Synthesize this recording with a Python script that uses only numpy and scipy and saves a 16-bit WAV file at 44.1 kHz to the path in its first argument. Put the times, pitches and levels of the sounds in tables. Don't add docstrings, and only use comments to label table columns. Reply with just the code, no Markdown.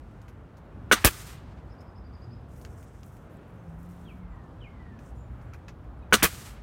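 import sys
import numpy as np
from scipy import signal
from scipy.fft import rfft, irfft
from scipy.io import wavfile
from scipy.ndimage import uniform_filter1d

SR = 44100
rng = np.random.default_rng(int(sys.argv[2]) if len(sys.argv) > 2 else 0)


def volts(x):
    e = np.asarray(x, float) / 20
    return 10 ** e


def master(y):
    cut = np.clip(np.atleast_2d(y).T, -1, 1)
    pcm = np.round(cut * 32767)
    wavfile.write(sys.argv[1], SR, pcm.astype(np.int16))


N = 291942
T = np.arange(N) / SR

# (frequency [Hz], level [dB per Hz])
TOWN_COLOUR = [(15, -45.5), (28, -26.5), (50, 1), (100, -2.5), (170, -9.5), (240, -13), (420, -19.5),
               (800, -23), (1400, -27.5), (2000, -36.5), (3000, -43), (5000, -53), (8000, -59),
               (16000, -66)]
TOWN_DB = -45.5
# (time [s], level [dB])
TRAFFIC_LOAD = [(0.0, -52.5), (0.5, -53), (0.94, -48), (1.4, -51), (2.65, -47), (3.76, -52), (3.98, -49),
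                (5.0, -50.5), (5.24, -45.5), (5.44, -46), (5.92, -46.5), (6.07, -46), (6.4, -48),
                (6.62, -51.5)]
# (time [s], length [s], start [Hz], end [Hz], level [dB])
ENGINES = [
    (2.05, .5, 122, 115, -51),
    (3.35, 1.4, 172, 162, -50),
    (4.95, .55, 63, 58, -42),
    (5.05, .6, 122, 120, -52),
    (4.6, .8, 235, 228, -60),
]

# (time [s], level [dB], wait before steps [s], first loud step [Hz], key of the drop [ratio])
WHISTLES = [
    (4.049, -59, .266, 2000, 1.03),
    (4.604, -55.5, .187, 2010, .97),
]
# (time after start [s], frequency [Hz], level [dB])
WHISTLE_DROP = [(0, 4150, -16), (.005, 3500, -7), (.012, 3230, -3), (.031, 3130, 0), (.043, 2620, -2),
                (.066, 2290, 0), (.082, 2250, -2), (.095, 2230, -22)]
STEP_S, THROB_FLOOR, STEP_FALL_HZ = .054, .15, 90
STEP_DB, STEP_FADE_DB, STEP_SOFT_DB = -1, -.65, -12
# (time [s], frequency [Hz], level [dB])
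TRILL = [(1.722, 5130, -65), (1.808, 5160, -63.5), (1.893, 5000, -69), (1.98, 5100, -64),
         (2.065, 4850, -66.5), (2.152, 4950, -62.5), (2.241, 4930, -60.5), (2.333, 5010, -61)]
# (time [s], length [s], start [Hz], end [Hz], level [dB])
CHIRPS = [(3.143, 0.048, 7200, 7300, -78.5), (3.553, .07, 6340, 6440, -80), (4.3, .065, 7320, 7200, -80),
          (5.145, 0.12, 7070, 7160, -73), (5.444, 0.077, 7300, 7600, -82), (5.602, 0.086, 6450, 6450, -85),
          (6.017, 0.02, 3900, 3770, -66), (6.021, .02, 2540, 2500, -62), (2.15, 0.13, 6800, 6700, -86)]
FAR_HOUSE_S, FAR_HOUSE_DB = .197, -18

# (time [s], middle part [dB], dull part [dB], bright part [dB], porch tail [dB])
TAPS = [(0.11, -70, -58, -82, -10), (0.2165, -52, -67, -62.5, -19), (0.2813, -56, -49, -63, 3.5),
        (0.569, -57, -68, -68, 0.5), (1.807, -56, -61, -65.5, -5), (2.5614, -59, -59.5, -66, -6),
        (2.613, -52, -57, -59, -8), (2.6493, -40, -39, -57, -9), (2.828, -51, -52, -59.5, -13),
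        (3.032, -48, -59.5, -64.5, -11.5), (3.1674, -65, -55, -69, -8.5), (4.99, -54.5, -50, -67.5, -6),
        (5.4131, -61, -61, -78, -8), (5.5353, -51.5, -43.5, -61, 2), (5.6825, -43, -39, -62, 0),
        (5.8394, -76, -65, -82, 10)]
# (time [s], frequency [Hz], level [dB])
PINGS = [(5.531, 1300, -46), (5.545, 1500, -49), (3.68, 5200, -66), (3.92, 6400, -64), (2.566, 6400, -67),
         (2.705, 6300, -63), (2.73, 5400, -62), (2.77, 7200, -64), (3.34, 11800, -68.5), (3.37, 7800, -64),
         (4.44, 6500, -68.5), (5.99, 9700, -69.5)]
# (time [s], length [s], level [dB], fuller rub above dry rub [dB])
MOVES = [(2.5, 0.71, -87.5, 3.5), (3.4, 0.76, -92, 1.5), (5.0, .5, -97, 0), (2.478, 0.077, -79.5, 0.5),
         (2.555, 0.11, -74.5, -3), (2.69, 0.067, -80, 4), (2.76, .08, -76.5, 4), (2.86, 0.16, -88, 10),
         (3.04, 0.066, -72.5, -5), (3.11, 0.067, -81, -4), (3.2, .08, -85, 2), (3.29, .09, -82, 0.5),
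         (3.473, 0.022, -76, -6), (3.535, .015, -79.5, -6), (3.685, .04, -81, 0), (3.78, 0.081, -80, -1),
         (3.89, .05, -71, 0), (3.96, .1, -77.5, -0.5), (4.082, .12, -84, -3), (4.427, .03, -83, 3),
         (5.005, 0.051, -82, 7), (5.05, 0.043, -73.5, 5), (5.14, .03, -82, 0), (5.367, .05, -86, 1)]
RUB_RISE_S, RUB_T60_S, STILL_DB, SHAKE_DB, SHAKE_T60_S = 0.014, 0.11, -92.5, -6, 0.073
# (time [s], level [dB])
SNAPS = [(2.7596, -61), (2.828, -53), (3.032, -54), (3.0645, -51.5), (3.1677, -57), (3.2969, -65),
         (3.3708, -63), (3.478, -66), (3.6985, -63), (3.7873, -63.5), (3.8302, -52), (3.8606, -54),
         (3.8896, -55.5), (3.91, -57), (3.9639, -60), (4.0442, -57)]

# (frequency [Hz], level [dB per Hz])
STREET_COLOUR = [(450, -27), (800, -0.5), (2000, -1), (4000, -8.5), (8000, -20), (11000, -31), (14000, -56)]
STREET_NEAR_DB, STREET_HOLD_S, STREET_NEAR_T60_S = -44, .1, .15
STREET_FAR_DB, STREET_FAR_T60_S = -55, 1.2
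SLAP_S, SLAP_DB, SLAP_HOLD_S, SLAP_T60_S = .225, -55, .035, .13
# (frequency [Hz], level [dB per Hz])
HISS_COLOUR = [(710, -30.5), (1200, -1.5), (1440, -3.5), (4260, -8), (8530, -6.5), (10500, -11.5),
               (14200, -12), (16000, -18.5)]
LEAK_DB, LEAK_RISE_S = -54, .02
BLEED_DB, BLEED_T60_S = -40.5, .55
SEEP_DB, VALVE_SHUT_S, SHUT_T60_S = -56.5, .28, .15

# (fire time [s], release time [s])
SHOTS = [
    (0.9136, 1.0424),
    (6.1249, 6.2242),
]
# (pop [dB], ring [dB], crack [dB], blast [dB], puff [dB])
FORCE = [
    (0, -11.5, -14.5, -12, -9.5),
    (-1.5, -11, -13, -13, -20),
]
STROKE_S, VENT_S = .0062, .0036
# (frequency [Hz], level [dB], t60 [s])
POP_MODES = [(1477.4, 1, .018), (2300, -9, 0.015), (2970, -11.5, .01), (470, -11.5, .03), (1170, -9, .014),
             (770, -12.5, 0.014)]
# (frequency [Hz], level [dB], t60 [s])
BODY_MODES = [(212, -16.5, .06), (310, -19.5, 0.058), (400, -16, .045), (495, -13.5, 0.027),
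              (694, -14, 0.016), (970, -17.5, 0.018), (1170, -8.5, 0.048), (1226, -6, .018),
              (1379, -2.5, 0.018), (1536, 0.5, 0.015), (1630, 0, 0.0082), (1960, -9.5, 0.02),
              (2290, -7.5, 0.0096), (2850, -11.5, 0.029), (3020, -10, .014), (3360, -11.5, 0.0076)]
# (frequency [Hz], level [dB], t60 [s])
LATCH_MODES = [(1150, -6, 0.025), (1700, -1, .012), (2500, -1.5, .012), (3200, -6, 0.01)]
# (delay after release [s], level [dB])
PISTON_RETURN = [
    (0, -11),
    (.0075, -20.5),
    (.027, -13),
    (0.035, -14.5),
]
# (delay [s], level [dB])
WALLS = [(.0038, -3), (.0085, -4), (0.0108, -2), (.014, -1), (0.018, -6), (.0222, -10), (.031, -14.5)]
# (frequency [Hz], level [dB per Hz])
CRACK_COLOUR = [(2060, -27), (3500, 0), (5130, -7.5), (6090, -1.5), (7410, -9), (8580, -4), (10500, -11.5),
                (16000, -13.5)]
# (frequency [Hz], level [dB per Hz])
BLAST_COLOUR = [(88, -23), (150, -4), (400, -7), (662, -13.5), (979, -12), (1900, -11), (2550, -13.5),
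                (4600, -16.5), (10400, -16.5), (11500, -14.5), (16000, -16.5)]


def colour(table, x=None):
    hz, db = np.transpose(table)
    f = np.maximum(np.fft.rfftfreq(N, 1 / SR), 1)
    x = rng.standard_normal(N) if x is None else x
    gain = volts(np.interp(np.log(f), np.log(hz), db, left=-120, right=-120))
    y = irfft(rfft(x) * gain, N)
    return y / np.sqrt(np.mean(y ** 2))


def band(lo_hz, hi_hz, x=None):
    return colour([(lo_hz / 1.7, -30), (lo_hz, 0), (hi_hz, 0), (hi_hz * 1.3, -30)], x)


def walk(rate):
    k = int(SR / rate)
    held = np.repeat(rng.standard_normal(N // k + 1), k)
    return 1.7 * uniform_filter1d(uniform_filter1d(held, k), k)[:N]


def swell(s, rise, hold, t60):
    t = np.maximum(T - s, 0)
    fall = np.exp(np.minimum((t - hold) * np.log(1000) / t60, 60))
    return (1 - np.exp(-t / rise)) / (1 + fall)


def ring(modes):
    t = T[:SR // 4]
    y = 0
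    for k, (hz, db, t60) in enumerate(modes):
        y = y + (-1) ** k * volts(db) * np.sin(2 * np.pi * hz * t) * 1000 ** (-t / t60)
    return y / np.abs(y).max()


def porch(wet_db, rise, hold, t60, direct=1):
    y = np.zeros(N)
    y[rng.integers(40, SR // 10, 400)] = rng.choice([-1., 1.], 400)
    y *= volts(wet_db) * swell(0, rise, hold, t60)
    y[0] = direct
    return y[:SR // 10]


def blows(times, db, response):
    x = np.zeros(N)
    x[(np.asarray(times) * SR).astype(int)] = volts(db)
    return signal.fftconvolve(x, response)[:N]


def glide(s, length, hz0, hz1, db, wobble):
    share = np.clip((T - s) / length, 0, 1)
    turns = np.cumsum((hz0 + (hz1 - hz0) * share) * (1 + wobble)) / SR
    return volts(db) * np.sin(np.pi * share) * np.sin(2 * np.pi * turns)


def town():
    out, base = 0, rfft(colour(TOWN_COLOUR))
    octave = np.log2(np.maximum(np.fft.rfftfreq(N, 1 / SR), 1) / 32)
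    s, load_db = np.transpose(TRAFFIC_LOAD)
    rumble = np.interp(T, s, load_db + 49.5) + 1.5 * walk(8)
    drone = .8 * walk(9)
    for k in range(10):
        db = rumble if k < 2 else drone if k < 4 else 0.23 * drone
        share = np.clip(1 - np.abs(octave - k), 0, 1)
        out += volts(db + 1.0 * walk(7)) * irfft(base * share, N)
    return out * volts(TOWN_DB)


def engines():
    return volts(4.2 * walk(14)) * sum(glide(*note, 0.022 * walk(10)) for note in ENGINES)


def whistle(s, db, wait, step_hz, key, flutter):
    after, hz, drop_db = np.transpose(WHISTLE_DROP)
    drop_turns = np.cumsum(key * np.interp(T - s, after, hz) * (1 + flutter)) / SR
    drop_gain = volts(db + np.interp(T - s, after, drop_db, left=-99, right=-99))
    drop = drop_gain * np.sin(2 * np.pi * drop_turns)
    beats = (T - s - wait) / STEP_S
    sink_hz = np.clip(step_hz - STEP_FALL_HZ * beats, 500, 5000)
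    sink_turns = np.cumsum(sink_hz * (1 + flutter / 2)) / SR
    throb = THROB_FLOOR + (1 - THROB_FLOOR) * np.abs(np.sin(np.pi * beats))
    level_db = np.where(beats < 0, STEP_SOFT_DB, STEP_DB + STEP_FADE_DB * beats ** 2)
    started = T - s > after[-2]
    return drop + started * throb * volts(db + level_db) * np.sin(2 * np.pi * sink_turns)


def birds():
    out, flutter, scratch = 0, walk(120), walk(500)
    out += volts(0.5 * walk(60)) * sum(whistle(*call, .012 * flutter) for call in WHISTLES)
    for s, hz, db in TRILL:
        out += glide(s - .03, .03, .92 * hz, 1.04 * hz, db - 6, .028 * scratch)
        out += glide(s - .006, 0.018, 1.03 * hz, .98 * hz, db - 1.5, .018 * scratch)
    out += volts(2.2 * flutter - 3.0) * sum(glide(*note, .012 * scratch) for note in CHIRPS)
    echo = rng.standard_normal(SR // 4) * 1000 ** (-T[:SR // 4] / 0.34)
    gardens = volts(-33.5) * signal.fftconvolve(out, echo)[:N]
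    far_house = volts(FAR_HOUSE_DB) * np.roll(out, int(FAR_HOUSE_S * SR))
    return out + gardens + far_house


def taps():
    out, mid, dull, bright = 0, band(2200, 6970), band(860, 2570), band(9900, 13500)
    for s, db, dull_db, bright_db, tail_db in TAPS:
        shape = swell(s, 0.00026, 0.0023, 0.01) + volts(tail_db) * swell(s, 0.0057, 0.0076, 0.059)
        knock = volts(db) * mid + volts(dull_db + 0.5) * dull + volts(bright_db) * bright
        out += shape * volts(-6.5) * knock
        out += blows([s], dull_db - 3, ring(LATCH_MODES))
    return out


def clothes():
    out = sum(blows([s], db, ring([(hz, 0, .02), (1.13 * hz, -4, .012)])) for s, hz, db in PINGS)
    out += band(7000, 15000) * sum(volts(db - 3) * swell(s, .0002, 0.00092, .006) for s, db in SNAPS)
    catches = (rng.random((2, N)) < .012) * volts(3.2 * rng.exponential(size=(2, N))) * 2.5
    grains = catches + rng.standard_normal((2, N))
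    catch = 1.1 * walk(110)
    shakes = sum(volts(tap[3] + SHAKE_DB) * swell(tap[0], .002, .004, SHAKE_T60_S) for tap in TAPS)
    dry_rub = full_rub = volts(STILL_DB) + shakes
    for s, length, db, full_db in MOVES:
        rub = volts(db) * swell(s, RUB_RISE_S, length, RUB_T60_S)
        dry_rub = dry_rub + rub
        full_rub = full_rub + rub * volts(full_db)
    out += band(9500, 15000, grains[0]) * dry_rub * volts(catch + 1.2 * walk(40))
    return out + band(5500, 9000, grains[1]) * full_rub * volts(catch + 1.1 * walk(37))


def street_echo():
    level = 0
    for fire, release in SHOTS:
        slap = release + SLAP_S
        level += volts(STREET_NEAR_DB) * swell(fire, 0.015, STREET_HOLD_S, STREET_NEAR_T60_S)
        level += volts(STREET_FAR_DB) * swell(slap, 0.033, 0, STREET_FAR_T60_S)
        level += volts(SLAP_DB) * swell(fire + SLAP_S, 0.014, SLAP_HOLD_S, SLAP_T60_S)
        level += volts(SLAP_DB) * swell(slap, 0.0067, SLAP_HOLD_S, SLAP_T60_S)
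    return level * volts(3.0 + 1.5 * walk(70)) * colour(STREET_COLOUR)


def air_hiss():
    level = 0
    for fire, release in SHOTS:
        level += volts(LEAK_DB) * swell(fire, LEAK_RISE_S, release - fire, .05)
        level += volts(BLEED_DB) * swell(release, .02, 0, BLEED_T60_S)
        level += volts(SEEP_DB) * swell(release, .05, VALVE_SHUT_S, SHUT_T60_S)
        level += volts(SLAP_DB - 3) * swell(release + SLAP_S, .01, SLAP_HOLD_S, SLAP_T60_S)
    return level * volts(3.0 + .8 * walk(90)) * colour(HISS_COLOUR)


def nailer():
    out, crack, blast = 0, colour(CRACK_COLOUR), colour(BLAST_COLOUR)
    grit = volts(2.0 * walk(900))
    knock_delay, knock_db = np.transpose(PISTON_RETURN)
    wall_delay, wall_db = np.transpose(WALLS)
    pop = ring(POP_MODES) * (1 - np.exp(-T[:SR // 4] / 0.0005)) ** 2
    body, latch = ring(BODY_MODES), ring(LATCH_MODES)
    for (fire, release), (pop_db, ring_db, crack_db, blast_db, puff_db) in zip(SHOTS, FORCE):
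        home, vent = fire + STROKE_S, release + VENT_S
        trigger_air = blast + 1.5 * colour(STREET_COLOUR)
        out += trigger_air * grit * volts(-57) * swell(fire - .022, .03, .015, .02)

        out += blows([fire], pop_db + 4.5, pop)
        body_on_porch = signal.fftconvolve(body, porch(-14.0, 0.0054, .016, .07, direct=0))
        out += blows([fire], ring_db, body_on_porch)
        out += blows(fire + wall_delay, ring_db + wall_db + 3.5, body)

        crack_shape = swell(home, .006, .012, 0.045) + .13 * swell(fire, 0.00092, .024, 0.11)
        out += crack * grit * volts(crack_db) * crack_shape
        out += crack * volts(crack_db + 2) * swell(home, 0.00028, 0.00027, .004)

        latch_on_porch = signal.fftconvolve(latch, porch(-12.5, .003, .008, 0.032))
        out += blows(release + knock_delay, knock_db, latch_on_porch)
        blast_shape = swell(vent, 0.00071, 0.015, 0.071) + .12 * swell(vent, .003, 0.02, .13)
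        blast_shape += .04 * swell(release, 0.00038, 0.0063, 0.017)
        out += blast * grit * volts(blast_db) * blast_shape

        puff = vent + .0018
        t = np.maximum(T - puff, 0)
        turns = 42 * t + 0.85 * (1 - np.exp(-t / .006))
        out += volts(puff_db) * np.sin(2 * np.pi * turns) * swell(puff, 0.0013, .012, 0.078)
    return out


def scene():
    background = town() + engines() + birds()
    close = taps() + clothes()
    shots = street_echo() + air_hiss() + nailer()
    return (background + close + shots)[None]


def band_limit(x):
    return signal.sosfilt(signal.butter(12, 16970, fs=SR, output="sos"), x)


def record(dry):
    mix = 1.146 * np.tanh(dry / 1.049)
    return band_limit(mix)


dry = scene()
out = record(dry)
master(out)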